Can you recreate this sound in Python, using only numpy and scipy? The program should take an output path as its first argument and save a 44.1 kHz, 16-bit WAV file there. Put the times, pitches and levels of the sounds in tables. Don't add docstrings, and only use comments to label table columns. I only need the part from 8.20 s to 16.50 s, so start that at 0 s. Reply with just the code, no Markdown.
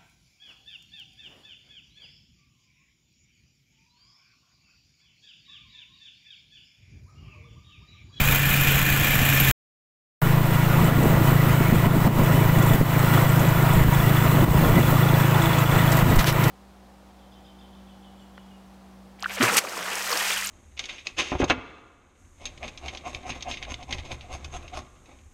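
import sys
import numpy as np
from scipy import signal
from scipy.fft import rfft, irfft
from scipy.io import wavfile
from scipy.ndimage import uniform_filter1d

SR = 44100
rng = np.random.default_rng(int(sys.argv[2]) if len(sys.argv) > 2 else 0)


def generate_wav(signal):
    frames = np.transpose(np.atleast_2d(signal))
    scaled = np.clip(frames, -1, 1) * 32767
    pcm = np.round(scaled).astype(np.int16)
    wavfile.write(sys.argv[1], SR, pcm)


def decibels_to_gain(level_db):
    exponent = np.asarray(level_db, float) / 20
    return 10 ** exponent


N = 366030


def evened(x):
    return x / np.sqrt(np.mean(x ** 2) + 1e-20)


def read(points, hz):
    f, value = np.transpose(points)
    return np.interp(np.log(hz + 1), np.log(f + 1), value)


def curve(points, t):
    return np.interp(t, *np.transpose(points))


def add(mix, s, sound):
    part = mix[round(s * SR):][:len(sound)]
    part += sound[:len(part)]


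def filtered(x, db_at):
    return irfft(rfft(x) * decibels_to_gain(db_at(np.fft.rfftfreq(len(x), 1 / SR))), len(x))


def swell(count, size):
    once = uniform_filter1d(rng.standard_normal(count), size=size)
    return evened(uniform_filter1d(once, size=size))


def noise(count, db_at, patchy_db, size=1024):
    hz = np.fft.rfftfreq(size, 1 / SR)
    real, imag, patches = rng.standard_normal((count * 4 // size + 5, len(hz), 3)).T
    patches = uniform_filter1d(patches, size=10, axis=0)
    patches = evened(uniform_filter1d(patches, size=10, axis=1))
    spectra = (real + 1j * imag) * decibels_to_gain(db_at(hz)[:, None] + patchy_db * patches)
    _, sound = signal.istft(spectra, nperseg=size, noverlap=size * 3 // 4)
    return evened(sound[:count])


def mode(hz, t60):
    t = np.arange(6000) / SR
    return decibels_to_gain(-60 * t / t60) * np.sin(2 * np.pi * hz * t)


def wind(count, colour, lump_db, size):
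    air = noise(count, lambda hz: read(colour, hz), patchy_db=1.0, size=2048)
    air = air * decibels_to_gain(lump_db * swell(count, size))
    slow_power = uniform_filter1d(air ** 2, size=4000)
    return evened(air / np.sqrt(slow_power + .05))


def gusts(t):
    # centre in seconds, length in seconds, rumble lift in dB, buffet lift in dB.
    gust_rows = [(0.566, 0.039, 5, 5.5), (1.018, 0.046, 5, 5), (1.118, 0.045, -2, 1), (2.617, 0.045, 6, 8),
                 (2.796, 0.16, 1.5, 4.5), (2.944, 0.21, 2.5, 5), (3.196, .05, -1, 1),
                 (3.537, 0.063, 8, 8.5), (3.669, 0.026, 8, 13), (3.75, 0.082, 9, 10),
                 (3.894, 0.05, 11, 15.5), (4.001, 0.042, 12, 13.5), (4.12, 0.11, 0, 6), (4.39, .04, 4, 7),
                 (4.525, 0.066, 0, 7.5), (4.627, 0.034, 10, 13), (4.996, 0.038, -2, 4),
                 (5.245, 0.051, 1, 6), (5.603, 0.1, 3, 3), (5.765, .04, 2, -4), (6.2, 0.075, -4, 11),
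                 (6.3, 0.069, 5, 6), (6.446, 0.062, -3, 8), (6.576, 0.076, 3, 9.5), (6.73, 0.029, 9, 10),
                 (7.534, 0.036, 13, -1), (7.913, 0.096, 10, 9), (7.997, 0.068, 9.5, 0.5),
                 (8.104, 0.038, 8, -16)]
    return sum(np.outer((rumble_db, buffet_db), np.exp(-((t - s) / length) ** 2 * 2))
               for s, length, rumble_db, buffet_db in gust_rows)


def pop(s, db, hz):
    cycles = np.arange(800) / SR * hz
    shape = np.minimum(cycles / 0.15, 1) * np.exp(-cycles / 0.91)
    return s, decibels_to_gain(db - 8.5) * np.sin(2 * np.pi * cycles) * shape


def jingle(s, db, hz):
    ticks = rng.standard_normal(900) * (rng.random(900) < .05) * np.exp(-np.arange(900) / 400)
    links = mode(hz, .012) + mode(hz * 1.08, .009) + mode(hz * .93, .009)
    ring = np.convolve(ticks, links[:600])
    return s, decibels_to_gain(db + 4.0) * ring / abs(ring).max()


def ping(s, db):
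    bracket_hz, bracket_t60, spread = 3430, 0.038, .008
    low, high = bracket_hz * (1 + spread * rng.standard_normal(2))
    tick = np.diff(rng.standard_normal(1501)) * np.exp(-np.arange(1500) / 90)
    ring = mode(low, bracket_t60) + .6 * mode(high, bracket_t60)
    return s, decibels_to_gain(db - 1.0) * (ring[:1500] + .15 * tick)


def squeak(s, length, hz, db):
    t = np.arange(round((length + 0.009) * SR)) / SR
    waver = evened(uniform_filter1d(rng.standard_normal(len(t)), size=150))
    shape = np.minimum(t / .002, 1) * np.exp(-np.maximum(t - length, 0) / .003) * decibels_to_gain(2.5 * waver)
    return s, decibels_to_gain(db) * shape * np.sin(2 * np.pi * np.cumsum(hz + 40 * waver) / SR)


def rattle(s, length, db, hz):
    # frequency in Hz, level in dB.
    port = [(1000, 13.5), (4000, -1), (7500, -5), (9500, -3.5), (13000, 7), (16000, -2)]
    u = np.arange(round((2 * length + 0.0081) * SR)) / SR / length
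    strength = np.repeat(rng.exponential(1, len(u)), 40)[:len(u)].clip(0, 4)
    ticks = rng.standard_normal(len(u)) * decibels_to_gain(2.0 * strength)
    band = filtered(ticks, lambda f: read(port, f) - 5.0 * np.log2((f + 1) / hz) ** 2)
    shape = np.minimum(u / .3, 1) * np.exp(-.6 * u - np.maximum(u - 1, 0) / .2)
    return s, decibels_to_gain(db) * shape * evened(band)


def per_cycle(turns, spread_db):
    gains = decibels_to_gain(spread_db * np.clip(rng.standard_normal(400), -1.8, 1.8))
    return gains[np.floor(turns).astype(int) + 2]


def shaken(turns, knocks, hz, t60, per_s):
    chance = sum(np.exp(-((turns - at) % 1) / .12) for at, _, _ in knocks) + .3
    ticks = (rng.random(len(turns)) < per_s * chance / SR) * rng.standard_normal(len(turns))
    return evened(signal.oaconvolve(ticks, mode(hz, t60))[:len(turns)])


def clatter(turns, colour, panels, knocks, rings, tilt, treble_db):
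    def body(hz):
        panels_db = sum(db / (1 + (2 * (hz - f) / width) ** 2) for f, width, db in panels)
        return read(colour, np.minimum(hz, 15600)) + panels_db - 40 * (hz < 280)

    blows = sum(decibels_to_gain(db) * per_cycle(turns - at, spread_db=1.6) * np.exp(-((turns - at) % 1) / decay)
                for at, db, decay in knocks)
    sharp = noise(len(turns), lambda hz: body(hz) + read(tilt, hz), patchy_db=1.5)
    wash = noise(len(turns), body, patchy_db=1.2)
    metal = evened(wash + 1.5 * uniform_filter1d(blows, size=80) * sharp)
    treble = filtered(metal, lambda hz: -60 / (1 + (hz / 4500) ** 4))
    ringing = sum(decibels_to_gain(db) * shaken(turns, knocks, hz, t60, per_s=400) for hz, db, t60 in rings)
    return metal + (decibels_to_gain(treble_db - treble_db.mean()) - 1) * treble + ringing


def orders(turns, table, delay):
    return sum(decibels_to_gain(db) * np.cos(2 * np.pi * k * (turns - delay)) for k, db in table)


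def exhaust(turns, pipe, blow):
    late = turns + .02 * np.log(uniform_filter1d(per_cycle(turns, spread_db=2.0), size=500))
    ring = sum(orders(late, [row], .5) * uniform_filter1d(per_cycle(turns, spread_db=.7), size=500)
               for row in pipe)
    blow_gain = uniform_filter1d(per_cycle(turns + .2, spread_db=3), size=200)
    pulse = orders(late, blow, .28) * blow_gain - ring
    return evened(pulse * uniform_filter1d(per_cycle(turns, spread_db=1.1), size=300))


def engine_and_wind(speed, start_turn, pipe_and_blow, metal, levels_db):
    # frequency in Hz, level in dB per Hz.
    rumble_colour = [(15, 7.5), (25, 4.5), (60, 1), (110, 1), (200, -3.5), (300, -45)]
    buffet_colour = [(60, -18), (130, 0.5), (220, 0.5), (350, -9), (600, -13.5), (1200, -22.5), (2500, -65)]
    # time in seconds, level in dB.
    shake = [(0, -0.5), (.3, -0.5), (.64, -1), (.85, -0.5), (1.1, 0.5), (1.31, 1), (2.02, 1.5), (2.2, -1.5),
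             (2.64, 0), (2.8, -1), (3.5, -0.5), (4.1, 0), (4.98, 1.5), (5.15, 0.5), (5.8, 1), (6.6, 0.5),
             (7.6, 3), (8.3, 2)]
    airstream = [(0, 3), (.25, -4), (.55, -4), (.9, -1.5), (1.12, -4), (1.31, -2.5), (2.02, -5.5),
                 (2.4, -6), (2.75, 0.5), (3.6, -4), (4.5, 0.5), (5.3, -6), (5.62, 6.5), (5.92, -3.5),
                 (6.4, 7), (7.05, -12), (7.9, 1.5), (8.15, -6)]
    throttle = [(0, 1.5), (.3, -0.5), (.5, -2), (.95, -0.5), (1.05, 2.5), (1.31, 3), (2.02, -1),
                (2.6, -0.5), (3.4, 0), (4.0, 0.5), (4.9, 0.5), (6.1, 0.5), (6.5, -1), (7.1, 1), (7.3, -2),
                (7.65, 2), (8.04, -3), (8.26, 1)]

    t = np.arange(speed[0][0], speed[-1][0], 1 / SR)
    count = len(t)
    turns = start_turn + np.cumsum(curve(speed, t)) / SR
    shake_db, air_db = curve(shake, t), curve(airstream, t)
    fence_loss_db = 3 * np.clip((t - 6.8) / 0.24, 0, 1)
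    treble_db = 0.36 * shake_db - fence_loss_db + .6 * swell(count, size=2000)
    rumble_db, buffet_db = gusts(t)
    curves_db = (shake_db + .5 * swell(count, size=2000),
                 curve(throttle, t) + 0.17 * swell(count, size=2000),
                 air_db + rumble_db + 1.6 * swell(count, size=1500),
                 0.24 * air_db + buffet_db + 1.5 * swell(count, size=700))
    layers = (clatter(turns, *metal, treble_db),
              exhaust(turns, *pipe_and_blow),
              wind(count, rumble_colour, lump_db=4.5, size=1500),
              wind(count, buffet_colour, lump_db=2.0, size=400))
    return t[0], sum(decibels_to_gain(c + db) * x for c, db, x in zip(curves_db, levels_db, layers))


def cab_side(speed, start_turn):
    # multiple of the firing rate, level in dB.
    pipe = [(1, -18), (2, -16), (3, -12), (4, -15), (5, 0), (6, -16), (7, -26), (8, -26)]
    blow = [(10, -23), (12, -31), (17, -30), (26, -32)]
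    # frequency in Hz, level in dB per Hz.
    colour = [(180, -42), (300, -4.5), (404, -28), (469, -12.5), (664, -10), (722, -9), (910, -11.5),
              (1740, -6), (2220, -12), (2420, 1), (5010, -24.5), (7330, -14.5), (8940, -24.5),
              (13300, -15.5), (15700, -16.5)]
    # frequency in Hz, width in Hz, dB above the colour.
    panels = [(1290, 40, 0.5), (1440, 49, 3), (1760, 80, 5), (2050, 35, 11), (2280, 110, 3.5),
              (2634, 210, -6.5), (3080, 80, -0.5), (4730, 43, 0), (5290, 50, 1.5), (9650, 40, -6.5),
              (10400, 83, -14.5)]
    # place in turns, level in dB, decay in turns.
    knocks = [
        (.02, 5.5, .085),
        (.31, 3.5, .16),
    ]
    # frequency in Hz, level in dB, t60 in seconds.
    rings = [(1750, -15, .035), (2089, -20, .03), (2450, -16, .03), (2373, -19, .03), (2670, -22, .04),
             (4730, -31, .06), (5290, -29, .05), (13000, -23, .05), (9645, -33, .07), (1100, -25, .05)]
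    # frequency in Hz, dB against the clatter.
    tilt = [(300, -18), (1000, -12), (2000, -6), (3500, -6), (10500, -7), (12500, 1.5), (16000, 2)]
    return engine_and_wind(speed, start_turn, (pipe, blow), (colour, panels, knocks, rings, tilt),
                           levels_db=(-19.5, -23.5, -24, -30.5))


def road_side(speed, start_turn):
    # multiple of the firing rate, level in dB.
    pipe = [(1, -21), (2, -20), (3, -28), (4, -3.5), (5, 0), (6, -3), (7, -19), (8, -19)]
    blow = [(10, -21), (11, -26), (12, -30), (13, -21), (14, -24), (16, -25), (17, -27), (18, -29),
            (20, -24), (23, -33), (24, -29), (28, -34), (35, -31)]
    # frequency in Hz, level in dB per Hz.
    colour = [(180, -30), (300, -4), (580, -11.5), (840, -6), (1550, -10), (2000, -10), (2630, -13.5),
              (3420, -19), (4770, -25), (8200, -21.5), (9200, -29), (11400, -25), (14800, -15),
              (15700, -20.5)]
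    # frequency in Hz, width in Hz, dB above the colour.
    panels = [(531.6, 31.5, 11.5), (663, 68, 9.5), (1024, 210, 4.5), (1283, 194, 4), (1796, 110, 2.5),
              (2880, 170, 1.5), (6300, 1800, -2.5), (3930, 480, 2)]
    # place in turns, level in dB, decay in turns.
    knocks = [
        (.0, -7, .15),
        (.28, -9, .12),
        (.46, -6, .14),
    ]
    # frequency in Hz, level in dB, t60 in seconds.
    rings = [(330.6, -11.5, 0.24), (563, -25, 0.2), (651, -15.5, 0.096), (957, -13, 0.1),
             (1414, -13.5, 0.074), (1968, -14, 0.067), (2988, -23, 0.14), (3416, -24.5, .035)]
    # frequency in Hz, dB against the clatter.
    tilt = [(300, -9), (1500, -3.5), (3500, -4), (9000, -6), (12500, -7), (16000, -7)]
    return engine_and_wind(speed, start_turn, (pipe, blow), (colour, panels, knocks, rings, tilt),
                           levels_db=(-25, -17.0, -26.0, -27.5))


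def scene():
    # time in seconds, firings per second.
    speeds = [
        [(0.0, 27.72), (0.329, 27.777), (0.657, 27.565), (0.986, 27.53), (1.314, 26.862)],
        [(2.016, 27.458), (2.914, 27.449), (3.811, 27.32), (4.709, 27.311), (5.607, 27.121), (6.505, 27.188),
         (7.402, 27.129), (8.3, 27.017)],
    ]
    start_turns = [-.072, .009]
    # start in seconds, peak in dB, frequency in Hz.
    pop_rows = [(2.72, -23, 339), (2.786, 5, 300), (2.829, 0, 550), (2.841, 1, 315), (2.93, 0, 450),
                (2.974, -2, 620), (3.5, -2, 302), (3.545, -3, 332), (3.848, -6, 400), (4.055, -8, 350),
                (2.857, 5, 400), (3.408, 3, 340), (3.525, 5, 219), (3.661, 0, 220), (3.762, 1, 241),
                (3.878, 3, 420), (3.99, 4, 204), (4.212, -4, 336), (4.503, -4, 336), (4.612, 5.5, 372),
                (4.988, -5, 450), (5.239, -9, 330), (5.655, -38, 266), (5.852, -6, 312), (6.175, -2, 210),
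                (6.23, -2, 326), (6.343, -4, 277), (6.412, -14, 342), (6.559, -5, 205), (6.859, -2, 331),
                (6.897, -10, 307), (6.97, -7, 369), (7.079, -13, 312), (7.449, -21, 336), (7.67, -6, 328),
                (7.892, -23, 310), (8.225, -9, 336)]
    # start in seconds, peak in dB, frequency in Hz.
    jingle_rows = [(2.3079, -33, 8480), (2.6416, -27, 8130), (2.8317, -29, 7800), (3.2343, -32, 7820),
                   (3.5475, -30, 7740), (3.9865, -35, 7390), (4.0334, -30, 7730), (4.3851, -28, 7440),
                   (4.425, -28, 7180), (4.463, -30, 7970), (4.5348, -26, 7690), (4.7927, -28, 7950),
                   (5.0142, -30, 7960), (5.092, -28, 7910), (5.1943, -28, 7100), (5.2841, -30, 7060),
                   (5.4233, -31, 7990), (5.5335, -27, 7770), (5.7336, -28, 7500), (6.1127, -35, 7800),
                   (6.3048, -34, 8130), (6.4854, -34, 8370), (7.0002, -31, 8140), (7.2197, -25.5, 7600),
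                   (7.3848, -25, 7460), (7.515, -32, 7880), (7.5744, -29, 7810), (7.718, -21, 7510),
                   (7.7709, -25, 7490), (7.8992, -30, 7750), (7.958, -27, 8330), (7.9874, -26, 6700)]
    # start in seconds, level in dB.
    ping_rows = [(4.0617, -36), (4.349, -37), (4.3865, -35), (4.4244, -33), (4.4982, -30), (4.5341, -27),
                 (4.6838, -36), (4.8813, -33), (4.9382, -32), (4.9766, -30), (5.1198, -41), (5.1562, -43),
                 (5.1941, -32), (5.247, -32), (5.3592, -36), (5.5069, -33), (5.5807, -31), (5.7114, -37),
                 (5.7484, -28), (5.8022, -27), (5.8915, -36), (5.9689, -27), (6.0058, -35), (6.0237, -30),
                 (6.1135, -31), (6.1519, -34), (6.2063, -33), (6.2991, -35), (6.3729, -34), (6.4054, -36),
                 (6.4468, -29), (6.4812, -35), (6.5206, -30), (6.555, -29), (6.6289, -29), (6.668, -28),
                 (6.7406, -32), (6.7576, -31), (6.8314, -25), (6.8878, -27), (6.9416, -25), (6.999, -30),
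                 (7.0349, -29), (7.1447, -28), (7.218, -25), (7.2569, -21), (7.2933, -29), (7.3323, -24),
                 (7.3841, -26), (7.4226, -39), (7.4585, -27), (7.4764, -27), (7.5138, -24), (7.5498, -31),
                 (7.5887, -25), (7.678, -25)]
    # start in seconds, length in seconds, frequency in Hz, level in dB.
    squeak_rows = [(0.15, .035, 13000, -36), (.22, .02, 13000, -35), (.255, 0.093, 13000, -28),
                   (.29, .04, 9650, -39), (.397, 0.032, 13000, -28), (.578, 0.019, 13000, -34),
                   (2.264, .006, 10900, -36), (3.283, .016, 10100, -40), (6.556, 0.035, 1990, -25.5),
                   (3.4, .08, 2200, -34), (1.2, .01, 13000, -15), (1.13, .008, 13000, -28),
                   (1.145, 0.0092, 13200, -17), (1.12, .02, 9650, -40.5)]
    # start in seconds, length in seconds, level in dB, centre in Hz.
    rattle_rows = [(7.7175, 0.014, -24.5, 5000), (7.745, .002, -30, 3500), (7.7675, .01, -27, 7500),
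                   (7.785, .014, -31, 6000), (7.899, .008, -31, 4000), (7.957, .01, -30, 5000),
                   (7.986, 0.028, -18.5, 3800), (8.015, .02, -26, 3000), (8.028, 0.0017, -24, 12000),
                   (8.0435, .0015, -11, 3000), (8.058, 0.048, -18.5, 3800), (8.0705, .006, -19, 4500),
                   (8.085, .014, -24, 3000), (8.126, 0.0016, -19, 6000), (8.171, .002, -28, 3500),
                   (8.234, 0.016, -25.5, 4500), (8.278, .008, -31, 6000)]

    mix = np.zeros(N)
    add(mix, *cab_side(speeds[0], start_turns[0]))
    add(mix, *road_side(speeds[1], start_turns[1]))
    for rows, source in ((pop_rows, pop), (jingle_rows, jingle), (ping_rows, ping),
                         (squeak_rows, squeak), (rattle_rows, rattle)):
        for row in rows:
            add(mix, *source(*row))
    return mix[None]


def gain_control(t):
    # start in seconds, depth in dB (negative lifts the level), recovery in seconds.
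    dip_rows = [(.18, 2.5, 0.034), (.47, -2.5, 0.069), (.63, 2, 0.041), (.97, 2, 0.022), (2.33, -2, 0.051),
                (2.7, 2, 0.099), (3.07, -2.5, 0.07), (3.28, -1.5, 0.068), (3.67, 5.5, 0.078),
                (3.77, 3, 0.064), (3.877, 8.5, 0.1), (4.3, 3, 0.068), (4.56, 3.5, 0.076), (4.616, 6, 0.1),
                (4.93, -2.5, .06), (5.05, 1, 0.043), (5.33, 1.5, 0.08), (5.64, 3, 0.061),
                (5.86, -2.5, 0.032), (6.247, 7, 0.08), (6.5, 0, 0.033), (6.63, 0.5, .05),
                (6.95, -0.5, 0.059), (7.27, 1, 0.066), (7.44, 4.5, 0.076), (7.829, 4, 0.11),
                (7.999, 3.5, 0.1), (8.101, 3.5, 0.099)]
    dip_db = np.zeros(len(t))
    for s, depth_db, recovery in dip_rows:
        since = np.maximum(t - s, 0)
        dip_db += depth_db * np.minimum(since / 0.004, 1) * np.exp(-(since / recovery) ** 2)
    return decibels_to_gain(-dip_db)


def top_cut(x):
    return signal.sosfilt(signal.butter(12, 17000, fs=SR, output="sos"), x)


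def record(dry):
    gap_start, gap_end = (1.3145, 2.0165)
    t = np.arange(N) / SR
    offset = -.065 * np.exp(-np.maximum(t - gap_end, 0) / 0.46) * (t > gap_end)
    limited = 0.56 * np.tanh((dry * gain_control(t) + offset) / 0.61)
    gated = limited * ((t < gap_start) | (t > gap_end))
    edge = signal.firwin(1023, 15740, window=("kaiser", 10), fs=SR)
    return top_cut(signal.oaconvolve(gated, edge[None], "same"))


dry = scene()
out = record(dry)
generate_wav(out)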